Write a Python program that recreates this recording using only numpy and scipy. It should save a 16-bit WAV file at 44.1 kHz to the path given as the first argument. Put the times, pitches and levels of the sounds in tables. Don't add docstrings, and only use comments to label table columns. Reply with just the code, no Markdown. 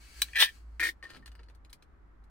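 import sys
import numpy as np
from scipy import signal
from scipy.fft import rfft, irfft, next_fast_len
from scipy.io import wavfile
from scipy.ndimage import uniform_filter1d, map_coordinates

SR = 44100
rng = np.random.default_rng(int(sys.argv[2]) if len(sys.argv) > 2 else 0)


def put_to_file(sound):
    columns = np.atleast_2d(sound).T
    safe = np.clip(columns, -1, 1)
    whole_steps = np.round(safe * 32767)
    wavfile.write(sys.argv[1], SR, whole_steps.astype(np.int16))


N = 101429
IR_SIZE = 8192

# centre_hz, width_hz, level_db
FLAT_LID_MODES = [(930, 90, -29), (1642, 80, -3), (1798.5, 45, 7.5), (1962, 25, 3.5), (2420, 96, -0.5),
                  (2850, 16, -7.5), (3184, 17, 0), (3447, 20, -4), (4045, 30, -9)]
CURLED_LID_MODES = [(335, 110, -23.5), (558, 140, -22), (1435, 43, -5.5), (1615, 81, -5), (1840, 61, 10.5),
                    (2175, 120, 0.5), (2356, 96, -6), (2419, 44, 1)]
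# centre_hz, width_hz, level_db
HINGE_RESONANCES = [(1316, 23, 1.5), (1740, 110, 0.5), (2910, 90, -2.5), (4380, 54, 5.5), (4833, 66, -2)]
# freq_hz, level_db
DRY_TICK_COLOUR = [(100, -44), (300, 7.5), (800, -1.5), (1400, 3.5), (3000, -1.5), (7400, -13), (8900, -12),
                   (16000, -25.5)]

SLIPS_PER_S, SLIP_SCATTER_DB = 420, 8
GRIT_PER_S, GRIT_SCATTER_DB = 750, 5
BLOW_S = .004
CRACK_S, SNAP_S, JERK_S = .0014, .0012, .0008
HINGE_RING_DB, CREASE_RING_DB, CRACK_RING_DB = -3, -3, -2
CAB_DB, LID_CAB_DB, SNAP_CAB_DB, CRACK_CAB_DB, TICK_CAB_DB = 6, -9, -3, -4.5, -0.5


def amp(db):
    return 10 ** (np.asarray(db) / 20)


def unit(x):
    return x / np.sqrt(np.mean(x ** 2) + 1e-20)


def along(points, hz):
    freq_hz, value = np.transpose(points)
    return np.interp(np.log(hz + 1), np.log(freq_hz + 1), value)


def curves(rows, outside=None):
    time_s, *columns = np.transpose(rows)
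    t = np.arange(N) / SR
    return [np.interp(t, time_s, column, outside, outside) for column in columns]


def filtered(x, response):
    n = x.shape[-1]
    m = next_fast_len(n + IR_SIZE)
    spectrum = rfft(x, m) * response(np.fft.rfftfreq(m, 1 / SR))
    return irfft(spectrum, m)[..., :n]


def ring(modes):
    f = np.fft.rfftfreq(IR_SIZE, 1 / SR)
    response = 0
    for k, (centre, width, db) in enumerate(modes):
        damping = 1j * f * width
        response = response + (-1) ** k * amp(db) * damping / (centre * centre - f * f + damping)
    h = irfft(response)
    h[IR_SIZE // 2:] = 0
    return h / np.linalg.norm(h)


def click(colour, tilt_db_per_octave=0):
    pivot_hz = 4600
    f = np.fft.rfftfreq(IR_SIZE, 1 / SR)
    octaves = np.log2(np.maximum(f / pivot_hz, 1 / 8))
    cepstrum = irfft(np.log(amp(along(colour, f) + tilt_db_per_octave * octaves)))
    cepstrum[1:IR_SIZE // 2] *= 2
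    cepstrum[IR_SIZE // 2 + 1:] = 0
    h = irfft(np.exp(rfft(cepstrum)))
    return h / np.linalg.norm(h)


def diffuse(size):
    # freq_hz, left_right_correlation
    likeness = [(100, 0.8), (800, 0)]

    def mid_side_gains(hz):
        angle_rad = np.arccos(np.clip(along(likeness, hz), -1, 1)) / 2
        return np.array([np.cos(angle_rad), np.sin(angle_rad)])

    mid, side = filtered(rng.standard_normal((2, size)), mid_side_gains)
    return np.array([mid + side, mid - side])


def rush(colour):
    return unit(filtered(diffuse(N), lambda hz: amp(along(colour, hz))))


def in_cab(x, echo_db):
    t60_s, build_up_s = .07, .001
    t = np.arange(IR_SIZE) / SR
    tail = diffuse(IR_SIZE) * amp(-60 * t / t60_s) * (1 - np.exp(-t / build_up_s))
    h = amp(echo_db) * tail / np.linalg.norm(tail[0])
    h[:, 0] += 1
    return signal.fftconvolve(x[None], h / np.linalg.norm(h[0]), axes=1)[:, :N]


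def placed(sound, start_s):
    return np.pad(sound, ((0, 0), (round(start_s * SR), N)))[:, :N]


def blow(start_s, db, length_s, body, echo_db):
    u = np.arange(IR_SIZE // 2) / SR / length_s
    slips = rng.standard_normal(len(u)) ** 5 * u ** .2 * np.exp(-2 * u)
    sound = in_cab(signal.fftconvolve(slips, body), echo_db)
    sound = amp(db) * sound * np.sqrt(2 * BLOW_S * SR / np.sum(sound ** 2))
    return placed(sound, start_s)


def ping(start_s, db, modes):
    mode_scatter_db = 3
    varied = [(hz, width, level + mode_scatter_db * rng.standard_normal()) for hz, width, level in modes]
    sound = in_cab(amp(db) * np.sqrt(BLOW_S * SR) * ring(varied), LID_CAB_DB)
    return placed(sound, start_s)


def slip_train(rate_per_s, scatter_db):
    draws = rng.standard_normal((12000, 2))
    intervals_s = np.exp(.5 * draws[:, 0]) / rate_per_s
    at = (np.cumsum(intervals_s) * SR).astype(int)
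    sizes = amp(scatter_db * np.clip(draws[:, 1], -2, 2)) * rng.choice([-1, 1], len(at))
    return unit(np.bincount(at[at < N], sizes[at < N], N))


def hum():
    # time_s, level_db
    hum_level = [(0, -55.5), (.06, -52), (.11, -65.5), (.2, -47), (.3, -51.5), (.5, -63), (.67, -46),
                 (.84, -50), (1.0, -62), (1.13, -63), (1.31, -49), (1.72, -58.5), (1.8, -77), (1.95, -57.5),
                 (2.3, -56)]
    # time_s, pitch_hz
    hum_pitch = [(0, 52.5), (.2, 56.38), (1.05, 56.19), (2.3, 49.2)]
    # freq_hz, level_db
    noise_colour = [(20, -9), (65, -6), (140, -21.5), (330, -22), (520, -30), (1250, -27.5), (1900, -34),
                    (2800, -47), (6000, -57.5), (16000, -68)]
    noise_db = -59.5
    level_db, = curves(hum_level)
    pitch_hz, = curves(hum_pitch)
    tone = np.sqrt(2) * np.sin(2 * np.pi * np.cumsum(pitch_hz) / SR)
    return amp(level_db) * tone + amp(noise_db) * rush(noise_colour)


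def sleeve():
    # time_s, level_db
    cloth_level = [(0, -60), (.13, -58), (.2, -51), (.3, -59.5), (.56, -62.5), (.64, -79.5), (.8, -79.5)]
    # freq_hz, level_db
    cloth_colour = [(200, -5.5), (900, -13.5), (1400, -2.5), (2600, 0.5), (3700, -5.5), (4400, 1.5),
                    (5200, -4.5), (8800, -6.5), (12000, -13), (16000, -14.5)]
    # freq_hz, level_db
    rub_colour = [(30, -6), (90, -5.5), (200, -2.5), (350, -9), (800, -25), (4000, -47.5)]
    rub_peak_s, rub_half_width_s, rub_db = 1.19, .045, -57
    level_db, = curves([*cloth_level, (N / SR, -150)])
    cloth = in_cab(amp(level_db) * rush(cloth_colour)[0], CAB_DB)
    t = np.arange(N) / SR
    rub_gain = amp(rub_db) / (1 + ((t - rub_peak_s) / rub_half_width_s) ** 2)
    return cloth + rub_gain * rush(rub_colour)


def rim_cracks():
    # start_s, level_db
    crack_rows = [(0.2186, -22.5), (0.2204, -22.5), (.2262, -33)]
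    # freq_hz, level_db
    crack_colour = [(400, -34.5), (1100, -13.5), (2000, -9), (4000, -0.5), (7000, -14), (8700, 2),
                    (10000, -9), (16000, -4.5)]
    # centre_hz, width_hz, level_db
    closed_can_modes = [(870, 94, -14.5), (1640, 90, -5.5), (2408, 75, 1), (3570, 120, -4.5),
                        (3970, 59, 8.5), (6050, 230, -4)]
    out = np.zeros((2, N))
    for start_s, db in crack_rows:
        out += blow(start_s, db, CRACK_S, click(crack_colour), CRACK_CAB_DB)
        out += ping(start_s, db + CRACK_RING_DB, closed_can_modes)
    return out


def lid_strains():
    # start_s, level_db
    strain_rows = [(0.284, -50.5), (0.3329, -40), (0.3482, -36.5)]
    return sum(blow(start_s, db, SNAP_S, ring(FLAT_LID_MODES), LID_CAB_DB) for start_s, db in strain_rows)


def pull(force, lid_modes, tear_colour):
    even_s, clump_s, clump_db = .009, .005, 3
    ring_db, tear_db = curves(force, outside=-150)
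    slips = slip_train(SLIPS_PER_S, SLIP_SCATTER_DB)
    swing = unit(signal.fftconvolve(slips, ring(lid_modes))[:N])
    local_power = np.abs(uniform_filter1d(swing ** 2, int(even_s * SR) + 1))
    swing = swing / np.sqrt(local_power + 1e-3)
    drift = uniform_filter1d(rng.standard_normal(N), int(clump_s * SR))
    drift = unit(drift - uniform_filter1d(drift, int(2 * clump_s * SR)))
    clump_gain = amp(clump_db * np.minimum(drift, 1))
    fractures = unit(clump_gain * slip_train(GRIT_PER_S, GRIT_SCATTER_DB))
    tearing = signal.fftconvolve(amp(tear_db) * fractures, click(tear_colour))[:N]
    return in_cab(amp(ring_db) * swing, LID_CAB_DB) + in_cab(tearing, CAB_DB)


def first_pull():
    # time_s, ring_db, tear_db
    force = [(.349, -68, -56.5), (.355, -42.5, -54), (.357, -27, -31.5), (.378, -27, -33.5),
             (.398, -27, -23.5), (.409, -26.5, -18.5), (.428, -22, -22.5), (.445, -30, -27.5),
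             (.466, -43.5, -48), (.49, -40.5, -51.5), (.515, -73, -69)]
    # freq_hz, level_db
    tear_colour = [(100, -35.5), (300, -25), (700, -19), (1500, -5), (2650, -4.5), (3200, 5.5), (4100, 0),
                   (5200, -5.5), (7000, -18), (7900, -18.5), (8600, -5.5), (10200, -17), (12000, -11),
                   (16000, -16.5)]
    return pull(force, FLAT_LID_MODES, tear_colour)


def lid_snaps():
    # start_s, level_db
    snap_rows = [(0.422, -18), (.4250, -14.5)]
    # centre_hz, width_hz, level_db
    snap_modes = [(481.9, 150, -24), (888, 85, -9.5), (1100, 100, -10), (1723, 140, -2), (2480, 200, -6),
                  (3040, 200, 0.5), (3580, 120, 4), (4450, 99, -6)]
    return sum(blow(start_s, db, SNAP_S, ring(snap_modes), SNAP_CAB_DB) for start_s, db in snap_rows)


def second_pull():
    # time_s, ring_db, tear_db
    force = [(.797, -27, -55), (.801, -54, -25.5), (.811, -43.5, -45.5), (.83, -31, -33.5),
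             (.86, -29, -36.5), (.881, -52, -41), (.889, -46, -37.5), (.925, -78, -90)]
    # freq_hz, level_db
    tear_colour = [(100, -54), (320, 7.5), (800, -12), (2000, 9.5), (2750, 1.5), (3300, 9), (4300, 6.5),
                   (5400, 3), (7300, -4.5), (8800, 2), (10000, -4), (16000, -4)]
    return pull(force, CURLED_LID_MODES, tear_colour)


def lid_jerks():
    # start_s, level_db
    jerk_rows = [(0.7993, -27), (0.8129, -25), (.8255, -22.5), (.8370, -25.5), (0.853, -26), (0.8687, -26),
                 (.889, -27)]
    return sum(blow(start_s, db, JERK_S, ring(CURLED_LID_MODES), LID_CAB_DB) for start_s, db in jerk_rows)


def ticks(rows, modes, ring_db):
    out = np.zeros((2, N))
    for start_s, db, length_s, tilt_db_per_octave in rows:
        body = click(DRY_TICK_COLOUR, tilt_db_per_octave)
        out += blow(start_s, db, length_s, body, TICK_CAB_DB)
        out += ping(start_s, db + ring_db, modes)
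    return out


def hinge_ticks():
    # start_s, level_db, length_s, tilt_db_per_octave
    tick_rows = [(1.0266, -48, 0.039, 0.5), (1.099, -47.5, 0.02, 1.5), (1.147, -52, 0.0021, -1.5),
                 (1.164, -50.5, 0.011, 1), (1.2595, -47.5, 0.0034, 4), (1.277, -51, 0.0038, 1.5),
                 (1.3175, -58.5, 0.0021, 3), (1.3525, -56.5, 0.0035, 2), (1.3923, -53.5, 0.016, -3.5),
                 (1.433, -62.5, 0.0023, 1), (1.4856, -56, 0.019, 0), (1.549, -65, 0.0035, 6)]
    return ticks(tick_rows, HINGE_RESONANCES, HINGE_RING_DB)


def lid_flexes():
    # start_s, level_db
    flex_rows = [(1.027, -38), (1.0443, -46), (1.053, -38), (1.073, -56), (1.105, -52), (1.226, -55)]
    # centre_hz, width_hz, level_db
    flex_modes = [(1118, 27, 1), (1825, 18, 19), (2360, 240, -13)]
    return sum(ping(start_s, db, flex_modes) for start_s, db in flex_rows)


def hinge_scrape():
    # time_s, level_db
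    scrape_level = [(1.03, -58), (1.17, -62.5), (1.2, -78), (1.55, -83)]
    level_db, = curves(scrape_level, outside=-150)
    slips = amp(level_db) * slip_train(SLIPS_PER_S, SLIP_SCATTER_DB)
    body = click(DRY_TICK_COLOUR) + amp(HINGE_RING_DB) * ring(HINGE_RESONANCES)
    return in_cab(signal.fftconvolve(slips, body)[:N], TICK_CAB_DB)


def lid_creases():
    # start_s, level_db, length_s, tilt_db_per_octave
    crease_rows = [(1.6487, -58.5, 0.002, 2), (1.697, -60.5, 0.015, 5.5), (1.7295, -46, 0.0034, 6),
                   (1.8242, -57, 0.0045, 2), (2.2395, -71.5, 0.0048, 5)]
    # centre_hz, width_hz, level_db
    folded_lid_modes = [(2398, 34, -3), (4090, 106, 2.5), (4560, 22.6, -9.5), (4970, 64, -5)]
    return ticks(crease_rows, folded_lid_modes, CREASE_RING_DB)


def port_phases(hz):
    # freq_hz, mean_lead_rad
    mean_lead = [(900, 0.39), (2300, 1.65)]
    spread, step_hz = .45, 450
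    uneven = map_coordinates(rng.standard_normal(IR_SIZE), [hz / step_hz])
    lead_rad = along(mean_lead, hz) * (1 + spread * uneven)
    return np.exp(1j * np.outer([.5, -.5], lead_rad))


def can():
    opening = rim_cracks() + lid_strains()
    ripping = first_pull() + lid_snaps() + second_pull() + lid_jerks()
    bending = hinge_ticks() + lid_flexes() + hinge_scrape() + lid_creases()
    return filtered(opening + ripping + bending, port_phases)


def scene():
    # freq_hz, left_over_right_db
    left_lean = [(400, 1), (1400, 2.5), (8700, 3)]
    near = filtered(can() + sleeve(), lambda hz: amp(np.outer([.5, -.5], along(left_lean, hz))))
    return near + hum()


def record(dry):
    top_hz = 15850
    return filtered(dry, lambda hz: 1 / np.sqrt(1 + (hz / top_hz) ** 300))


dry = scene()
out = record(dry)
put_to_file(out)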